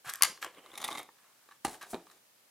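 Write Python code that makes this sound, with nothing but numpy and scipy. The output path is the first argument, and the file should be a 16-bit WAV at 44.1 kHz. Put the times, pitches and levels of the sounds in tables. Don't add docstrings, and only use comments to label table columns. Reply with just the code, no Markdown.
import sys
import numpy as np
from scipy import signal
from scipy.fft import rfft, irfft
from scipy.io import wavfile
from scipy.ndimage import uniform_filter1d

SR = 44100
rng = np.random.default_rng(int(sys.argv[2]) if len(sys.argv) > 2 else 0)


def log_audio(samples):
    frames = np.atleast_2d(samples).T
    limited = np.clip(frames, -1, 1)
    pcm = np.round(limited * 32767).astype(np.int16)
    wavfile.write(sys.argv[1], SR, pcm)


def natural_amplitude(level_db):
    exponent = np.asarray(level_db, float) / 20
    return 10 ** exponent


N = 110250


def evened(x):
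    return x / np.sqrt(np.mean(x ** 2) + 1e-20)


def read(points, hz):
    point_hz, value = np.transpose(points)
    return np.interp(np.log(hz + 1), np.log(point_hz + 1), value)


def add(mix, start_s, sound):
    place = mix[round(start_s * SR):][:len(sound)]
    place += sound[:len(place)]


def causal(gain):
    size = 2 * len(gain) - 2
    cepstrum = irfft(np.log(np.maximum(gain, 1e-6)))
    cepstrum[1:size // 2] *= 2
    cepstrum[size // 2 + 1:] = 0
    return irfft(np.exp(rfft(cepstrum)))[:size // 2]


# pitch_hz, level_db (per Hz)
HISS_COLOUR = [(15, -55), (25, -32.5), (226, -9), (288, -9), (568, -7), (15200, -12.5), (16500, -27)]
# pitch_hz, likeness (0 to 1)
HISS_LIKENESS = [(60, 0.97), (380, 0.3), (2380, 0.09), (15000, 0.052)]


def hiss():
    hiss_db = -68
    hum_hz, hum_width_hz, hum_db = 121, 12, -9
    hz = np.fft.rfftfreq(N, 1 / SR)
    left, other = rfft(rng.standard_normal((2, N)))
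    same = np.clip(read(HISS_LIKENESS, hz), 0, 1)
    right = same * left + np.sqrt(1 - same ** 2) * other
    hum = natural_amplitude(hum_db) / (1 + (2 * (hz - hum_hz) / hum_width_hz) ** 2)
    pair = irfft(np.array([left, right]) * (natural_amplitude(read(HISS_COLOUR, hz)) + hum), N)
    return natural_amplitude(hiss_db) * pair / np.sqrt(np.mean(pair.mean(0) ** 2))


# pitch_hz, time to fall 60 dB (s)
ROOM_RING = [(300, 0.3), (1500, 0.24), (6000, 0.3), (14000, 0.21)]


def room(x):
    first_echo_s, echo_gap = .004, 10
    out = np.zeros(N)
    turn = np.arange(N) / SR * 2 * np.pi * 45
    for fade in (np.sin(turn), np.cos(turn)):
        echoes = np.zeros(SR // 2)
        at = np.arange(round(first_echo_s * SR), SR // 2 - 20, echo_gap)
        at = at + rng.integers(0, echo_gap, len(at))
        echoes[at] = rng.choice([-1., 1.], len(at))
        hz, t, z = signal.stft(echoes, SR, nperseg=256)
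        decay = natural_amplitude(-60 * t / read(ROOM_RING, hz)[:, None])
        tail = signal.istft(z * decay, SR, nperseg=256)[1]
        out += signal.fftconvolve(x * fade, tail / np.linalg.norm(tail))[:N]
    return out


# pitch_hz, side_minus_mid_db
PORT_DIFFERENCE = [(60, -6.5), (240, -29.5), (950, -26.5), (3770, -11.5), (15000, 0.5)]


def ports(x):
    colour = causal(natural_amplitude(read(PORT_DIFFERENCE, np.fft.rfftfreq(1024, 1 / SR))))
    turn = np.arange(N) / SR * 19
    out = np.zeros(N)
    for fade in (np.sin(turn), np.cos(turn)):
        smear = rng.standard_normal(400) * np.exp(-np.arange(400) / 70)
        smear = smear / np.linalg.norm(smear)
        out += signal.oaconvolve(x * fade, np.convolve(smear, colour))[:N]
    return out


# start_s, peak_db, pitch_hz
THUDS = [
    (0.065, -53.5, 139),
    (0.2208, -60, 71),
    (.296, -52.5, 200),
    (1.647, -53.5, 61),
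    (1.934, -42, 235),
]


def thuds():
    swell_turns = 0.77
    out, t = np.zeros(N), np.arange(6000) / SR
    for start_s, peak_db, pitch_hz in THUDS:
        u = t * pitch_hz / swell_turns
        swell = u * np.exp(1 - u)
        add(out, start_s, natural_amplitude(peak_db) * np.sin(2 * np.pi * pitch_hz * t) * swell)
    return out


def body(part, bed_db, tilt_db, wander):
    colour, resonances = part
    hz = np.fft.rfftfreq(8192, 1 / SR)
    luck = wander * rng.standard_normal((14, 2))
    power = natural_amplitude(read(colour, hz) + bed_db) ** 2
    for (pitch_hz, level_db), (shift, lift) in zip(resonances, luck):
        centre_hz = pitch_hz * (1 + 0.038 * shift)
        width_hz = 50 + .075 * pitch_hz
        peak = natural_amplitude(level_db + 6 * lift) ** 2
        power = power + peak / (1 + (2 * (hz - centre_hz) / width_hz) ** 2) ** 1.3
    tilt = natural_amplitude(tilt_db * np.log2(np.clip(hz, 800, 11000) / 2000))
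    return causal(np.sqrt(power) * tilt)


def bursts(rows, part, bed_db, wander):
    slips_per_s, spread_db, rise = 14000, 2, 0.17
    out, t = np.zeros(N), np.arange(1800) / SR
    for start_s, peak_db, length_s, tilt_db in rows:
        length_s = max(length_s, 1e-4)
        chance, size, sign = rng.random((3, len(t)))
        slips = (chance < slips_per_s / SR) * natural_amplitude(-spread_db * np.log(size + 1e-3)) * np.sign(sign - .5)
        shape = np.minimum(t / (rise * length_s) + 0.5, 1) * np.exp(-(t / length_s) ** 2)
        sound = signal.fftconvolve(slips * shape, body(part, bed_db, tilt_db, wander))
        add(out, start_s, natural_amplitude(peak_db) * sound / abs(sound).max())
    return out


# pitch_hz, level_db.
KNOCKS = [
    (1.9305, -33, 0.0059, 3),
    (1.934, -31.5, 0.0098, 1),
    (1.9435, -27.5, 0.0033, 1.5),
    (1.951, -34, 0.0035, 2.5),
    (1.961, -42, 0.0038, -2),
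    (2.006, -68, 0.0016, 10),
]
BASE = [
    [(40, -56), (110, -32), (200, -18), (670, 1.5), (2500, -22), (10800, -37.5), (16500, -53)],
    [(236, 0), (388, 6), (673, -4), (829, -0.5), (1260, -6.5), (1680, -12), (2400, -17), (3810, -22)],
]


def knocks():
    return bursts(KNOCKS, BASE, -2.7, wander=0.21)


DROP = [
    (1.6457, -42, 0.0025, 0),
    (1.6488, -16, .002, -2),
    (1.651, -20, 0.0067, 0),
    (1.660, -29, 0.0058, 0),
    (1.668, -29, 0.002, -1.5),
    (1.680, -32.5, 0.005, -3.5),
    (1.695, -38.5, .003, 4.5),
    (1.731, -50, 0.0077, -4),
]
TRAY = [
    [(25, -30), (300, -6), (1680, -20), (2400, -17.5), (10100, -15.5), (16500, -38)],
    [(341, -10), (800, 2), (1220, -5), (1670, -1), (2050, -3), (3000, -16.5), (4200, -10.5), (9900, -11)],
]


def drop():
    return bursts(DROP, TRAY, 1, wander=0.33)


TAPS = [(.2082, -30, 0.0097, -1), (.375, -41.5, 0.004, 1), (1.088, -44.5, 0.0045, -5),
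        (1.185, -54.5, 0.0042, 1), (1.488, -48, 0.0052, -3.5), (1.510, -45, 0.0084, -0.3),
        (1.520, -46.5, 0.0067, 1), (1.744, -40, 0.0042, 4.5), (1.811, -36.5, 0.036, 3.5),
        (1.827, -36.5, 0.0026, 7), (1.832, -39, 0.0058, -5), (2.068, -48.5, 0.0033, 0.5),
        (2.0995, -45.5, 0.0017, 0), (2.112, -49, 0.015, 4.5)]
RIM = [
    [(100, -32), (450, -9.5), (1170, -1), (4030, -12), (13300, -24), (16500, -55)],
    [(350, -18.5), (1150, 2.5), (1700, -1.5), (3930, -14)],
]


def taps():
    return bursts(TAPS, RIM, -7, wander=.5)


# pitch_hz, level_db
FLAP = [
    [(100, -27.5), (350, -3), (1200, -9), (3000, -12.5), (5000, -29.5), (16500, -45)],
    [(348, -8), (518, 1.5), (1110, -2.5), (2100, -4.5), (3100, -4.5)],
]
# start_s, level_db, fizz_db (bright fizz relative to the ring)
RUB = [
    [(.042, -53, -5.5), (.08, -42, -15.5), (.13, -55, -1), (.21, -59.5, -6)],
    [(.26, -49.5, 1.5), (.40, -69.5, -9.5), (.46, -47, -14.5), (.52, -69, -12), (.585, -51, -18),
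     (.61, -67, -9), (.67, -57, -14), (.71, -61.5, -6), (.76, -58, -13)],
    [(.73, -58.5, -14), (.82, -50, -8.5), (.90, -52, -5.5), (1.005, -49, -9), (1.015, -52, -23),
     (1.07, -73, -14)],
    [(1.15, -70.5, -9), (1.58, -76, -1)],
    [(1.66, -51.5, -10), (1.72, -53, -3), (1.75, -54, -4), (1.79, -64.5, -18), (1.85, -59, -15.5),
     (1.915, -64, 14), (1.99, -65.5, -12), (2.05, -71.5, -15), (2.065, -70.5, -8), (2.19, -69, -10)],
]


def rub():
    slips_per_s, fizz_hz, fizz_width_hz = 14000, 8690, 3500
    t, out = np.arange(N) / SR, np.zeros(N)
    slips = (rng.random(N) < slips_per_s / SR) * rng.standard_normal(N)
    unsteady = evened(uniform_filter1d(rng.standard_normal(N), 260))
    slips = slips * natural_amplitude(2.2 * unsteady)
    hz = np.fft.rfftfreq(1024, 1 / SR)
    fizz_colour = causal(1 / (1 + ((hz - fizz_hz) / fizz_width_hz) ** 2))
    fizz = rng.standard_normal(N) * (1 + abs(uniform_filter1d(slips, 30)) * 8)
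    fizz = evened(signal.oaconvolve(fizz, fizz_colour)[:N])
    parts, tilts_db = (SHEET, FLAP, SLEEVE, RIM, BASE), (-3.5, -0.66, -3.5, -1.0, 6.5)
    for stroke, part, tilt_db in zip(RUB, parts, tilts_db):
        start_s, level_db, fizz_db = np.transpose(stroke)
        ring = evened(signal.oaconvolve(slips, body(part, 1.5, tilt_db, 0))[:N])
        touch = np.clip(np.minimum(t - start_s[0], start_s[-1] - t) / 0.012, 0, 1)
        level = touch * natural_amplitude(np.interp(t, start_s, level_db))
        out += level * (ring + natural_amplitude(np.interp(t, start_s, fizz_db)) * fizz)
    return out


CRINKLES = [(.046, -46.5, 0.0059, -18), (.074, -37, 0.0085, 4.5), (.0912, -28, 0.0045, 0.5),
            (.0958, -25.5, 0.0076, 4), (.1366, -24.5, 0.002, 7), (.146, -32.5, 0.011, -0.5),
            (.1566, -28.5, 0.0012, 4.5), (.415, -38.5, 0.042, 1.5), (.4268, -23.5, 0.0019, -3),
            (.4295, -29, 0.0042, -3.5), (.436, -34, 0.0057, -0.5), (.4452, -26, 0.0037, -0.5)]
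SHEET = [
    [(40, -55.5), (150, -25), (590, -15.5), (1600, 3), (2300, -4.5), (13500, -13), (16500, -40)],
    [(800, -4.5), (1150, 4.5), (1660, -1.5), (3240, -5.5), (4100, -12), (7700, -8)],
]


def crinkles():
    return bursts(CRINKLES, SHEET, -2.0, wander=0.48)


SLIPS = [(.486, -56, 0.0034, 5), (.547, -49.5, .003, 0), (.661, -41.5, 0.0025, 0.5),
         (.716, -44.5, 0.0035, -3), (.733, -55, .001, -2), (.7392, -40, 0.0037, -3.5),
         (.7542, -36, .005, 0.5), (.7755, -31, 0.0099, 2.8), (.800, -37.5, 0.0088, 2),
         (.814, -30.5, 0.012, 2), (.828, -28, 0.00077, -3), (.840, -23, 0.015, 0.1), (.845, -25, 0.0041, 8),
         (.8635, -39, 0.002, -3), (.877, -32.5, 0.0025, 0.5), (.8795, -24.5, 0.0048, 3),
         (.8875, -25.5, 0.0014, -6.5), (.891, -43, .003, -22), (.9045, -34, 0.0014, 3),
         (.907, -35.5, 0.0025, -6), (.912, -29, 0.0057, -2), (.9205, -30.5, 0.0022, -2),
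         (.927, -29.5, 0.0043, 0), (.9345, -43, 0.0037, -14), (.9505, -29, 0.0078, -1),
         (.956, -31.5, 0.0048, -6), (.973, -30, 0.0068, -0.5), (.981, -29.5, 0.0042, -1),
         (.990, -35, .003, 4.5), (.995, -32.5, 0.0034, -4), (1.0002, -34, 0.0018, -1),
         (1.0135, -46, .001, 22), (1.030, -41.5, 0.0037, 8.5)]
SLEEVE = [
    [(40, -60), (120, -17), (300, -6), (1140, -8.5), (2760, -10), (12500, -16), (16500, -39.5)],
    [(800, 0), (1152, 1.5), (2100, 0.5), (3190, -16), (3650, 0.5), (6580, -13), (9800, -12)],
]


def slips_off():
    return bursts(SLIPS, SLEEVE, -2.5, wander=0.59)


SNAPS = [
    (.2228, 1.5, 0.0006, 3.5),
    (.2244, -14.5, 0.0016, 6),
    (.2265, -24.5, 0.015, -8),
    (.2338, -5, 0.0015, 1.5),
    (.2365, -10.5, 0.0021, -3),
    (.240, -24.5, 0.013, -3),
    (.246, -20, 0.0071, -2.5),
    (.2515, -20, 0.0047, -3.5),
    (.297, -32, 0.0015, -2.5),
]
CLASP = [
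    [(30, -41.5), (590, -20), (1210, 1), (8090, -6), (10800, -4.5), (16500, -19)],
    [(1100, -7), (2150, -4), (2960, -2.5), (4740, -5), (6830, -3), (8840, -9), (10700, 1)],
]


def snaps_free():
    return bursts(SNAPS, CLASP, -6, wander=0.26)


def scene():
    room_db, snap_lean = -9.5, .34
    snaps = snaps_free()
    near = snaps + crinkles() + slips_off() + taps() + drop() + knocks() + rub() + thuds()
    into_room = signal.lfilter(*signal.butter(1, [120, 6500], "band", fs=SR), near)
    mid = near + natural_amplitude(room_db) * room(into_room)
    bright_snaps = signal.lfilter(*signal.butter(1, 2500, "high", fs=SR), snaps)
    side = ports(mid - .6 * snaps) + snap_lean * bright_snaps
    return np.array([mid + side, mid - side]) + hiss()


def low_pass(x):
    return signal.sosfilt(signal.butter(12, 16840, fs=SR, output="sos"), x)


def record(dry):
    band = signal.firwin(511, 16480, window=("kaiser", 9), fs=SR)
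    mix = signal.oaconvolve(np.clip(dry, -1, 1), band[None], "same")
    return low_pass(mix)


dry = scene()
out = record(dry)
log_audio(out)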